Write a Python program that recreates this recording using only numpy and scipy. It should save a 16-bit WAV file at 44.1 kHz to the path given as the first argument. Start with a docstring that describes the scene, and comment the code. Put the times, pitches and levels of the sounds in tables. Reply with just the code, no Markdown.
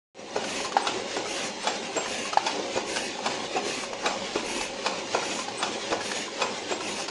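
"""Rotary capsule packing machine

Close up in a factory hall, the machine steps round about every 0.8 s: a rattling, ringing clack as the
turntable locks, a dull clunk as the tools come down, then a burst of air. Underneath, the drive whirrs
through the steel frame. Cams knock, a small part pings, a guide squeaks, twice something hollow pops."""
import sys
import numpy as np
from scipy import signal
from scipy.fft import rfft, irfft
from scipy.io import wavfile
from scipy.ndimage import uniform_filter1d

SR = 44100
rng = np.random.default_rng(int(sys.argv[2]) if len(sys.argv) > 2 else 0)


def pcm_store(signal):
    """Save signal as 16-bit PCM."""
    levels = np.round(np.clip(np.atleast_2d(signal), -1, 1) * 32767)
    wavfile.write(sys.argv[1], SR, levels.astype(np.int16).T)


N = 313110
TIME = np.arange(N) / SR
CYCLE_S = 0.7935  # one turn of the camshaft

# fade-in of the whole mix: (t/s, level/dB)
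FADE_IN = [(.148, -20.5), (.2, -8), (.29, -5), (.34, -1.5), (.42, 0.5)]
# decay of the hall: (f/Hz, t60/s)
HALL_DECAY = [(150, 0.43), (500, 0.5), (1000, 0.46), (3000, 0.35), (9000, 0.05)]
# deep shaking of the floor: (t/s, relative level/dB)
FLOOR_SHAKE = [(0.3, -74), (1.76, -64), (1.8, -81), (2.14, -66.5), (2.29, -85.5), (2.69, -63), (3.18, -68),
               (4.56, -54), (5.3, -74), (5.9, -76), (7.1, -65)]
# motor and gear tones: (f/Hz, level/dB)
MOTOR_TONES = [(402, -52.5), (554, -50), (2566, -79), (2807, -56.5), (4151, -57.5)]
# load on the drive through a cycle: (t/s after the lock, whirr level/dB, sliding level/dB)
DRIVE_LOAD = [(.02, -36, -36.5), (.13, -36, -37.5), (.23, -38.5, -39.7), (.29, -38.5, -37),
              (.325, -36.5, -37.5), (.38, -38, -40), (.48, -37, -39), (.6, -39.5, -41.5),
              (.69, -39.5, -41.5), (.76, -39, -40)]
# slow drift of the whirr: (t/s, gain/dB)
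GEAR_DRIFT = [(.4, 1.1), (.65, 1.5), (1, 1), (1.55, 0.5), (2.2, -0.5), (2.6, 1.8), (2.95, 1), (3.4, 1.5),
              (3.9, 0.5), (4.2, 1), (5.2, 1.5), (5.7, -0.1), (6.3, -1.1), (7, 0)]
# tone colours of the gears and the sliding guides: (f/Hz, relative level/dB)
GEAR_EQ = [(29, -61), (50, -44.5), (70, -26), (108, -14), (155, -18), (198, -6.5), (277, -6.5), (398, -3),
           (428, -4), (531, -3.5), (680, -10.5), (710, -8.5), (821, -6), (1130, -12.5), (1600, -51),
           (2080, -50), (3520, -120)]
GUIDE_EQ = [(650, -14.5), (1100, -1), (1380, -1), (1510, 0), (2370, 2), (3830, 0), (4350, -1.5), (6770, -3),
            (9920, -21), (10600, -42), (11100, -81.5), (11500, -91), (15000, -101), (22000, -120)]
# tone colours of the air jet, its fizz and the rush in the pipe: (f/Hz, relative level/dB)
JET_EQ = [(120, -8.5), (210, 9.5), (330, 7), (800, 2.5), (1300, -6.5), (1700, -7), (2700, 0), (3700, -3.5),
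          (4500, -4.5), (6900, 1.5), (7400, -10), (10000, -13), (11500, -43)]
FIZZ_EQ = [(3000, -40), (6500, -10), (7800, -1.5), (10000, 0), (11500, -13)]
PIPE_EQ = [(600, -28), (1300, -14), (1700, -4), (2700, -1.5), (3700, -8), (4500, -7.5), (6900, -7.5),
           (8000, -31), (11500, -55)]
# tone colours of the clunk and the clack: (f/Hz, relative level/dB)
CLUNK_EQ = [(59, -37.5), (100, -8.5), (373, 6), (743, 8.5), (1170, 0.5), (1450, -6.5), (1910, -5.5),
            (2520, -10.5), (3590, -15), (6600, -9.5), (8030, -44), (9400, -22), (11000, -74), (14300, -83),
            (22000, -120)]
CLACK_EQ = [(59, -56), (100, -38), (203, -21), (837, -5), (1990, -13.5), (2470, -10.5), (3120, -6),
            (3380, -15.5), (4110, -10.5), (7720, -15.5), (8190, -29), (9780, -23), (11000, -83),
            (14300, -88), (22000, -120)]
# resonances of the frame, air pipe, tool head and turntable: (f/Hz, width/Hz, gain/dB)
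FRAME_PEAKS = [(115, 22, 2.5), (205, 40, 3), (256, 16, 2.5), (300, 14, 4), (345, 30, 2.5), (402, 30, 3),
               (522, 30, 4), (555, 22, 5), (712, 35, 3), (800, 70, 3), (1070, 50, 3)]
PIPE_PEAKS = [(1765, 55, 6), (2565, 90, 6.5), (2680, 90, -3), (2803, 60, 7.5), (4410, 70, 6), (4650, 60, 5)]
TOOL_PEAKS = [(408, 220, 6.5), (783, 110, 0.5), (1460, 86, 7.5), (2500, 110, 11.5), (6200, 460, -8),
              (6840, 170, 10)]
TURNTABLE_PEAKS = [(850, 160, 3), (1470, 150, 2), (1720, 150, 3), (2150, 120, -5), (2350, 70, 4),
                   (2520, 90, 4), (2750, 100, -4), (3170, 140, -10), (3360, 70, 6), (3490, 80, 5),
                   (3640, 100, -7), (3815, 70, 5), (4000, 100, -6), (4570, 90, 5), (4900, 90, 6),
                   (5300, 90, 5), (5520, 200, -6), (6150, 150, 3), (7500, 500, -8)]
# how far a narrow band may swell, least in the low drone: (f/Hz, multiple of the usual swing)
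SWELL_CEILING = [(600, .7), (1500, 1.5)]
# a dry guide squeaks: (t/s, length/s, start f/Hz, end f/Hz, level/dB)
GUIDE_SQUEAKS = [(0.813, 0.04, 7940, 8360, -40), (1.624, 0.028, 8200, 8550, -40),
                 (5.57, 0.045, 7840, 8500, -35.5)]
# cams and cups knock on hollow parts: (t/s, ring level/dB, f/Hz, t60/s, scrape level/dB)
CAM_KNOCKS = [(.44, -29, 1490, 0.035, -36), (.602, -25.5, 805, 0.04, -40), (.645, -26, 1040, 0.076, -34.5),
              (0.7201, -30, 1170, 0.03, -33), (.801, -27, 920, 0.032, -37), (.85, -25, 846, 0.037, -42),
              (1.255, -31, 1280, 0.038, -38), (1.396, -37, 2600, .04, -49), (2.057, -26, 1015, 0.037, -41),
              (2.06, -28, 1790, .03, -42), (2.253, -28, 1096, 0.036, -43), (2.328, -27, 680, 0.023, -35),
              (2.331, -23, 1250, 0.032, -29.5), (2.682, -32, 836, 0.016, -41),
              (2.759, -22, 470, 0.023, -45), (2.959, -27, 1510, 0.023, -30),
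              (2.967, -23, 1635, 0.034, -27.5), (3.188, -27, 817, 0.037, -38), (3.567, -26, 2640, .05, -43),
              (3.708, -31.5, 1780, .03, -44.5), (3.835, -26.5, 1084, 0.034, -39.5),
              (3.931, -22, 855, 0.013, -35), (4.392, -31, 985, 0.044, -48), (4.607, -27, 830, 0.03, -30.5),
              (5.225, -26, 1390, 0.031, -36), (5.311, -25.5, 2540, 0.053, -45),
              (5.388, -25.5, 1040, 0.064, -33.5), (5.481, -23.5, 810, 0.043, -38),
              (5.92, -17, 600, 0.017, -34), (6.005, -28.5, 1680, 0.061, -38),
              (6.115, -22.5, 1730, 0.022, -31), (6.278, -31.5, 1050, 0.048, -52),
              (6.805, -30, 1340, 0.03, -34), (6.996, -30, 808, 0.041, -34), (7.08, -34, 1400, 0.039, -30)]
# modes of a loose part: (multiple of its pitch, relative level/dB)
PART_MODES = [(.53, -11), (.8, -11), (1, 0), (1.31, -12), (1.9, -15)]
# two hollow pops: (t/s, level/dB, f/Hz, snap gain/dB)
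HOLLOW_POPS = [(0.7667, -7.5, 804, 1), (2.3719, -7, 817, 0.5)]
# modes of the popping cavity: (multiple of its pitch, relative level/dB, t60/s)
CAVITY_MODES = [(.84, -4, 0.022), (1, 15.5, 0.025), (1.14, -12, 0.0082), (1.6, -29, 0.009),
                (2.05, 1, 0.025)]
# the air valve opens: (t/s, flow level/dB)
AIR_BURSTS = [(.444, -36.5), (1.262, -36.5), (2.062, -36.5), (2.862, -35.5), (3.633, -36.5), (4.44, -35.5),
              (5.218, -37), (6.012, -36), (6.816, -36.5)]
# the tools touch softly, then seat hard; levels before trims: (t/s, touch level/dB, seat lag/s,
# seat level/dB, thump f/Hz, thump level/dB, ring f/Hz, ring level/dB, ping level/dB)
TOOL_STROKES = [(.359, -31, .0025, -29, 516, -16.5, 804, -18, -59),
                (1.163, -29, 0.0031, -31.5, 423, -26, 775, -24, -42),
                (1.962, -28.5, 0.015, -28.5, 693, -22, 870, -16, -26.5),
                (2.755, -31, 0.0195, -29, 476, -20, 968, -18, -56),
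                (3.551, -29, 0.014, -29.5, 530, -27, 715, -12.5, -54),
                (4.353, -31.5, 0.0052, -30.5, 420, -16.5, 680, -17.5, -47),
                (5.143, -34, .004, -23.5, 690, -20, 1383, -9, -56),
                (5.905, -31, 0.0208, -25.5, 550, -21, 726, -11, -58),
                (6.709, -29, 0.013, -31, 495, -35, 910, -17, -34)]
# the turntable's lasting steel modes: (f/Hz, t60/s)
TURNTABLE_MODES = [(2350, .05), (2505, 0.075), (3420, 0.057), (3820, 0.045)]
# the turntable locks; levels before trims: (t/s, thud level/dB, knock level/dB, click level/dB,
# rise/s, decay/s, level/dB of each of the four steel modes, ping level/dB)
LOCKS = [(0.8679, -45, -26.5, -27.5, 0.00402, 0.0092, -35, -33, -20, -17.5, -43),
         (1.6705, -30, -24.5, -26.5, 0.0004, 0.014, -24, -27, -19, -27, -34),
         (2.4626, -40, -26, -25.5, 0.0083, .013, -29, -26, -24, -28, -51),
         (3.2572, -37, -25.5, -27.5, 0.0051, 0.013, -24, -31, -24, -25, -45),
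         (4.0595, -29, -24.5, -27, 0.00049, .012, -21, -23, -30, -17, -37),
         (4.8611, -31.5, -25.5, -25, 0.0021, 0.0088, -24.5, -25, -24, -34, -44),
         (5.627, -34.5, -26.5, -26.5, 0.00072, 0.0095, -36, -37, -19, -23, -47),
         (6.4168, -29.5, -25, -26.5, 0.00028, .012, -30.5, -20, -20, -24, -36)]


def amp(db):
    """Decibels to amplitude."""
    return 10 ** (np.asarray(db) / 20)


def unit_rms(x):
    """Scales a signal to an RMS of one."""
    return x / np.sqrt(np.mean(x ** 2) + 1e-20)


def curve(points, hz):
    """Joins breakpoints with straight lines over log frequency."""
    f, value = np.transpose(points)
    return np.interp(np.log(hz + 1), np.log(f + 1), value)


def add(mix, s, sound):
    """Drops a sound into the mix at s seconds."""
    part = mix[max(round(s * SR), 0):][:len(sound)]
    part += sound[:len(part)]


def wander(rate_hz, size=32768):
    """Smooth random modulation of unit RMS, rolling off above rate_hz."""
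    hz = np.fft.rfftfreq(size, N / SR / size)
    slow = irfft(rfft(rng.standard_normal(size)) / (1 + (hz / rate_hz) ** 4), size)
    return np.interp(TIME, np.linspace(0, N / SR, size), unit_rms(slow))


def body(x, eq, peaks=(), size=4096):
    """Plays x through a resonant body; minimum phase, so it rings only after it is struck."""
    hz = abs(np.fft.fftfreq(size, 1 / SR))
    resonances = sum(db / (1 + (2 * (hz - f) / width) ** 2) for f, width, db in peaks)
    log_gain = np.log(amp(np.maximum(curve(eq, hz) + resonances, -100)))
    response = np.fft.ifft(np.exp(np.conj(signal.hilbert(log_gain)))).real
    return signal.fftconvolve(x, response[:size // 2])[:len(x)]


def chatter(count, per_s, spread_db):
    """Tiny contacts of uneven size at random moments."""
    size = amp(spread_db * np.minimum(rng.exponential(1, count), 4))
    return unit_rms(size * rng.choice([-1, 1], count) * (rng.random(count) < per_s / SR))


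def struck(t, rise_s, t60):
    """Envelope of a struck part: a rounded attack, then 60 dB of decay every t60 seconds."""
    return (1 - np.exp(-t / rise_s)) * amp(-60 * t / t60)


def cycle_time(opening_lock_s=0.045):
    """How far the camshaft has turned since the last lock, in seconds at its usual speed."""
    locks = [opening_lock_s] + [row[0] for row in LOCKS] + [LOCKS[-1][0] + CYCLE_S]
    return np.interp(TIME, locks, np.arange(len(locks))) % 1 * CYCLE_S


def hall(x, tails=3):
    """Diffuse reverb whose bass outlasts its treble; several tails crossfade so no pitch keeps ringing."""
    out = np.zeros(N)
    for k in range(tails):
        echoes = rng.standard_normal(SR) * (np.arange(SR) > SR // 200)  # 5 ms pre-delay
        hz, t, spectrum = signal.stft(echoes, SR, nperseg=256)
        decay = amp(-60 * t / curve(HALL_DECAY, hz)[:, None])
        tail = signal.istft(spectrum * decay, SR, nperseg=256)[1]
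        send = np.sqrt(2 / tails) * np.cos(np.pi * (TIME + k / tails))
        out += signal.fftconvolve(x * send, tail / np.linalg.norm(tail))[:N]
    return out


def floor_rumble(trim_db=-4.5, centre_hz=39, width_hz=7):
    """The machine shakes on its feet: a narrow band of sub-bass."""
    hz = np.fft.rfftfreq(N, 1 / SR)
    resonance = rfft(rng.standard_normal(N)) / (1 + 2j * (hz - centre_hz) / width_hz)
    shake = irfft(resonance / (1 + (hz / centre_hz / 2) ** 4), N)
    return unit_rms(shake) * amp(np.interp(TIME, *np.transpose(FLOOR_SHAKE)) + trim_db)


def motor(blur_hz=11):
    """Gear tones, blurred in level and phase by uneven meshing."""
    hum = np.zeros(N)
    for hz, db in MOTOR_TONES:
        phase = 2 * np.pi * hz * TIME
        hum += amp(db) * (unit_rms(1 + wander(blur_hz)) * np.sin(phase) + wander(blur_hz) * np.cos(phase))
    return hum


def drive(ticks_db=-8, flutter_db=1.6):
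    """Gears and chain chatter into the frame while the guides slide; both follow the load."""
    s, *levels = np.transpose(DRIVE_LOAD)
    whirr_db, slide_db = (np.interp(cycle_time(), s, db, period=CYCLE_S) for db in levels)
    whirr_db += np.interp(TIME, *np.transpose(GEAR_DRIFT))
    teeth = chatter(N, per_s=2500, spread_db=2.3)
    gears = unit_rms(body(teeth, GEAR_EQ, FRAME_PEAKS)) * amp(.4 * wander(6.7))
    rubbing = rng.standard_normal(N) + amp(ticks_db) * chatter(N, per_s=300, spread_db=1.4)
    guides = unit_rms(body(rubbing, GUIDE_EQ, [(2670, 2700, 0.72)])) * amp(flutter_db * wander(11))
    return gears * amp(whirr_db) + guides * amp(slide_db)


def moving_steel(x, depth_db=3.0, span_hz=125, span_s=0.12):
    """Moving steel parts pick out and cancel narrow bands for a moment."""
    hz, t, spectrum = signal.stft(x, SR, nperseg=1024, noverlap=768)
    across, along = np.fft.fftfreq(len(hz), hz[1])[:, None], np.fft.fftfreq(len(t), t[1])
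    blur = np.exp(-(across * span_hz) ** 2 - (along * span_s) ** 2)
    patches = unit_rms(np.fft.ifft2(np.fft.fft2(rng.standard_normal(spectrum.shape)) * blur).real)
    gain = amp(depth_db * np.minimum(patches, curve(SWELL_CEILING, hz)[:, None]))
    gain /= np.sqrt(np.mean(gain ** 2, axis=1, keepdims=True))  # each band keeps its average power
    return signal.istft(spectrum * gain, SR, nperseg=1024, noverlap=768)[1][:N]


def jingle(level_db=-48, low_hz=2100, high_hz=6500, parts=36):
    """Springs, pins and washers tick at random, each at its own pitch, as hard as the guides slide."""
    t, out = np.arange(SR // 10) / SR, np.zeros(N)
    for hz in np.geomspace(low_hz, high_hz, parts) * rng.uniform(.985, 1.015, parts):
        tick = struck(t, rise_s=0.00054, t60=0.052) * np.sin(2 * np.pi * hz * t)
        out += signal.oaconvolve(chatter(N, per_s=9, spread_db=3), tick)[:N]
    s, _, slide_db = np.transpose(DRIVE_LOAD)
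    swing_db = np.interp(cycle_time(), s, slide_db - slide_db.mean(), period=CYCLE_S)
    return unit_rms(out) * amp(level_db + swing_db)


def guide_squeaks(roughness=0.0093):
    """A dry guide gives short upward squeaks, roughened by pitch jitter."""
    out, jitter = np.zeros(N), 1 + roughness * wander(490)
    for s, length, from_hz, to_hz, db in GUIDE_SQUEAKS:
        along = np.clip((TIME - s) / length, 0, 1)
        turns = np.cumsum((from_hz + (to_hz - from_hz) * along) * jitter) / SR
        out += amp(db) * np.sin(np.pi * along) * np.sin(2 * np.pi * turns)
    return out


def pings(hz=7537, twin_hz=7575, twin_db=-13, lag_s=.004):
    """Every clack and clunk jolts a close, beating pair of modes in a small steel part."""
    t, out = np.arange(SR // 2) / SR, np.zeros(N)
    tone = np.sin(2 * np.pi * hz * t) + amp(twin_db) * np.sin(2 * np.pi * twin_hz * t)
    for s, *_, db in LOCKS + TOOL_STROKES:
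        add(out, s + lag_s, amp(db) * struck(t, rise_s=0.0013, t60=0.23) * tone)
    return out


def cam_knocks(rise_s=0.00099, rebound_db=-7, rebound_s=0.028):
    """A soft blow rings a loose part, which rebounds; the scrape swells more slowly and lingers."""
    t, out = np.arange(SR // 6) / SR, np.zeros(N)
    for s, ring_db, hz, t60, scrape_db in CAM_KNOCKS:
        modes = sum(amp(db) * np.sin(2 * np.pi * hz * k * t) for k, db in PART_MODES)
        force = chatter(len(t), per_s=700, spread_db=2) * np.exp(-t / rebound_s) * (t > .004)
        force *= amp(rebound_db) / np.linalg.norm(force)
        force[0] = 1  # the blow ahead of the rebounds
        ringing = signal.fftconvolve(force, struck(t, rise_s, t60) * modes)[:len(t)]
        sliding = struck(t, rise_s=0.0021, t60=2 * t60)
        scrape = unit_rms(body(chatter(len(t), per_s=2500, spread_db=3.1), CLACK_EQ, TURNTABLE_PEAKS))
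        add(out, s, amp(ring_db) * ringing / abs(ringing).max())
        add(out, s, amp(scrape_db) * sliding / sliding.max() * scrape)
    return out


def hollow_pops(rise_s=0.0011, crack_db=-15, crack_s=0.0087, clatter_db=-34, clatter_s=0.11):
    """A cavity pops close by, rings briefly and leaves the parts around it clattering."""
    t, out = np.arange(SR // 5) / SR, np.zeros(N)
    for s, db, hz, snap_db in HOLLOW_POPS:
        tone = -sum(amp(mode_db) * struck(t, rise_s, t60) * np.sin(2 * np.pi * hz * k * t)
                    for k, mode_db, t60 in CAVITY_MODES)
        shake = amp(crack_db + snap_db) * np.exp(-t / crack_s) + amp(clatter_db) * np.exp(-t / clatter_s)
        noise = body(rng.standard_normal(len(t)), CLACK_EQ, [(1500, 1800, 18), (4470, 1200, 9.9)])
        crack = unit_rms(noise) * shake * (1 - np.exp(-t / rise_s))
        add(out, s, amp(db) * (tone / abs(tone).max() + crack))
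    return out


def air_valve(burst_s=0.24, open_s=0.071, shut_s=0.08, flutter_hz=27.8, flutter_db=0.8,
              jet_db=-2, fizz_db=-10.5, pipe_db=-3, pipe_lag_s=0.017):
    """A valve lets out a turbulent jet once a cycle; the pipe's resonances build up just behind it."""
    gusts = wander(flutter_hz)
    turbulence = amp(flutter_db * unit_rms(gusts - uniform_filter1d(gusts, SR // 10)))
    flow = np.zeros(N)
    for s, db in AIR_BURSTS:
        t = TIME - s
        lift = np.clip(t / open_s + .5, 0, 1) * np.clip((burst_s - t) / shut_s + .5, 0, 1)
        swell_db = np.sin(np.pi * np.clip(t / burst_s, 0, 1)) - 2 / np.pi
        flow += np.sin(np.pi / 2 * lift) ** 2 * amp(db + swell_db)
    jet = unit_rms(body(rng.standard_normal(N) * turbulence, JET_EQ))
    pipe = unit_rms(body(rng.standard_normal(N) * turbulence, PIPE_EQ, PIPE_PEAKS))
    fizz = unit_rms(body(rng.standard_normal(N) * turbulence, FIZZ_EQ))
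    fizz *= (flow / flow.max()) ** 2  # comes in only near full flow
    pipe_flow = np.interp(TIME - pipe_lag_s, TIME, flow)
    return flow * (jet * amp(jet_db) + fizz * amp(fizz_db)) + pipe_flow * pipe * amp(pipe_db)


def impacts(rows, eq, peaks, trims_db, run_up_db, run_up_s, blow_db, tail_db, tail_s):
    """Parts scrape closer, meet and rattle to rest: a low thud, a mid knock and a high click."""
    lead, count = SR // 10, SR // 2
    t, hz = (np.arange(count) - lead) / SR, np.fft.rfftfreq(count, 1 / SR)
    lows, lows_and_mids = (1 / (1 + (hz / edge_hz) ** 8) for edge_hz in (600, 1600))
    bands = np.array([lows, lows_and_mids - lows, 1 - lows_and_mids])
    attack = (t > 0) & (t < .02)  # band levels are set over this stretch
    after, out = np.maximum(t, 0), np.zeros(N)
    for s, *levels_db, rise_s, decay_s in rows:
        grip = 1 - np.exp(-after / rise_s)
        run_up = amp(run_up_db) * (1 - grip) * np.exp(-abs(t) / run_up_s)
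        rattle = grip * np.exp(-after / decay_s)
        tail = amp(tail_db) * grip * np.exp(-after / tail_s)
        force = chatter(count, per_s=6000, spread_db=1.7) * (run_up + rattle / rattle.max() + tail)
        force[lead + rattle.argmax() // 2] += amp(blow_db) * np.linalg.norm(force)  # one hard contact
        favoured = [(f, width, db * rng.uniform(0.34, 1.8)) for f, width, db in peaks]  # varies per hit
        layers = irfft(rfft(body(force, eq, favoured)) * bands, count)
        gains = amp(np.add(levels_db, trims_db)) / layers[:, attack].std(1)
        add(out, s - lead / SR, gains @ layers)
    return out


def tool_rings():
    """The tool that seats hardest gives a compact low thump and a brief ring above it."""
    t, out = np.arange(SR // 6) / SR, np.zeros(N)
    push = struck(t, rise_s=0.0013, t60=0.019)
    for s, _, lag_s, _, thump_hz, thump_db, ring_hz, ring_db, _ in TOOL_STROKES:
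        thump = amp(thump_db) * push / push.max() * np.sin(2 * np.pi * thump_hz * t)
        ring = amp(ring_db) * struck(t, rise_s=0.0016, t60=0.02) * np.sin(2 * np.pi * ring_hz * t)
        add(out, s + lag_s, thump + ring)
    return out


def tool_clunks(touch_rise_s=0.0034, touch_decay_s=0.012, seat_rise_s=.0007, seat_decay_s=0.0072):
    """Each stroke of the tools is a dull touch and, just after it, a sharper knock as they seat."""
    touches = [(s, db, db, db, touch_rise_s, touch_decay_s) for s, db, *_ in TOOL_STROKES]
    seats = [(s + lag_s, db, db, db, seat_rise_s, seat_decay_s) for s, _, lag_s, db, *_ in TOOL_STROKES]
    touch = impacts(touches, CLUNK_EQ, TOOL_PEAKS, trims_db=[-3.3, -11.5, -9],
                    run_up_db=-6, run_up_s=0.012, blow_db=-17, tail_db=-25, tail_s=0.031)
    seat = impacts(seats, CLUNK_EQ, TOOL_PEAKS, trims_db=[-7, -3.5, -10.5],
                   run_up_db=-7, run_up_s=0.0069, blow_db=-20, tail_db=-23, tail_s=0.019)
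    return touch + seat


def turntable_ring(rise_s=0.0016, trim_db=-3):
    """The turntable rings after each lock, with a balance of modes that depends on the station."""
    t, out = np.arange(SR // 3) / SR, np.zeros(N)
    for s, _, _, _, grip_s, _, *levels_db, _ in LOCKS:
        for (hz, t60), db in zip(TURNTABLE_MODES, levels_db):
            tone = np.sin(2 * np.pi * (hz * rng.uniform(.992, 1.008) * t + rng.random()))
            add(out, s + grip_s / 2, amp(db + trim_db) * struck(t, rise_s, t60) * tone)
    return out


def turntable_clacks():
    """The turntable runs into its lock and rattles."""
    return impacts([row[:6] for row in LOCKS], CLACK_EQ, TURNTABLE_PEAKS, trims_db=[-4, -3, -5],
                   run_up_db=-7.5, run_up_s=0.024, blow_db=-16.5, tail_db=-13.5, tail_s=0.031)


def scene(hits_send_db=-12, near_send_db=-22):
    """The machine in its hall, centred in two channels; close parts send less to the reverb."""
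    hits = turntable_clacks() + tool_clunks() + tool_rings()
    near = hollow_pops() + cam_knocks() + turntable_ring()
    reverb = hall(amp(hits_send_db) * hits + amp(near_send_db) * near)
    bed = moving_steel(drive() + air_valve()) + jingle() + motor() + floor_rumble()
    return np.array([reverb + bed + guide_squeaks() + pings() + near + hits] * 2)


def record(dry, start_s=.147, cutoff_hz=11500):
    """The mix fades in after a moment of silence; a steep low-pass takes off the top."""
    faded = dry * amp(np.interp(TIME, *np.transpose(FADE_IN))) * (TIME > start_s)
    low_pass = signal.firwin(511, cutoff_hz, window=("kaiser", 9), fs=SR)
    return signal.oaconvolve(faded, low_pass[None], "same")


dry = scene()
out = record(dry)
pcm_store(out)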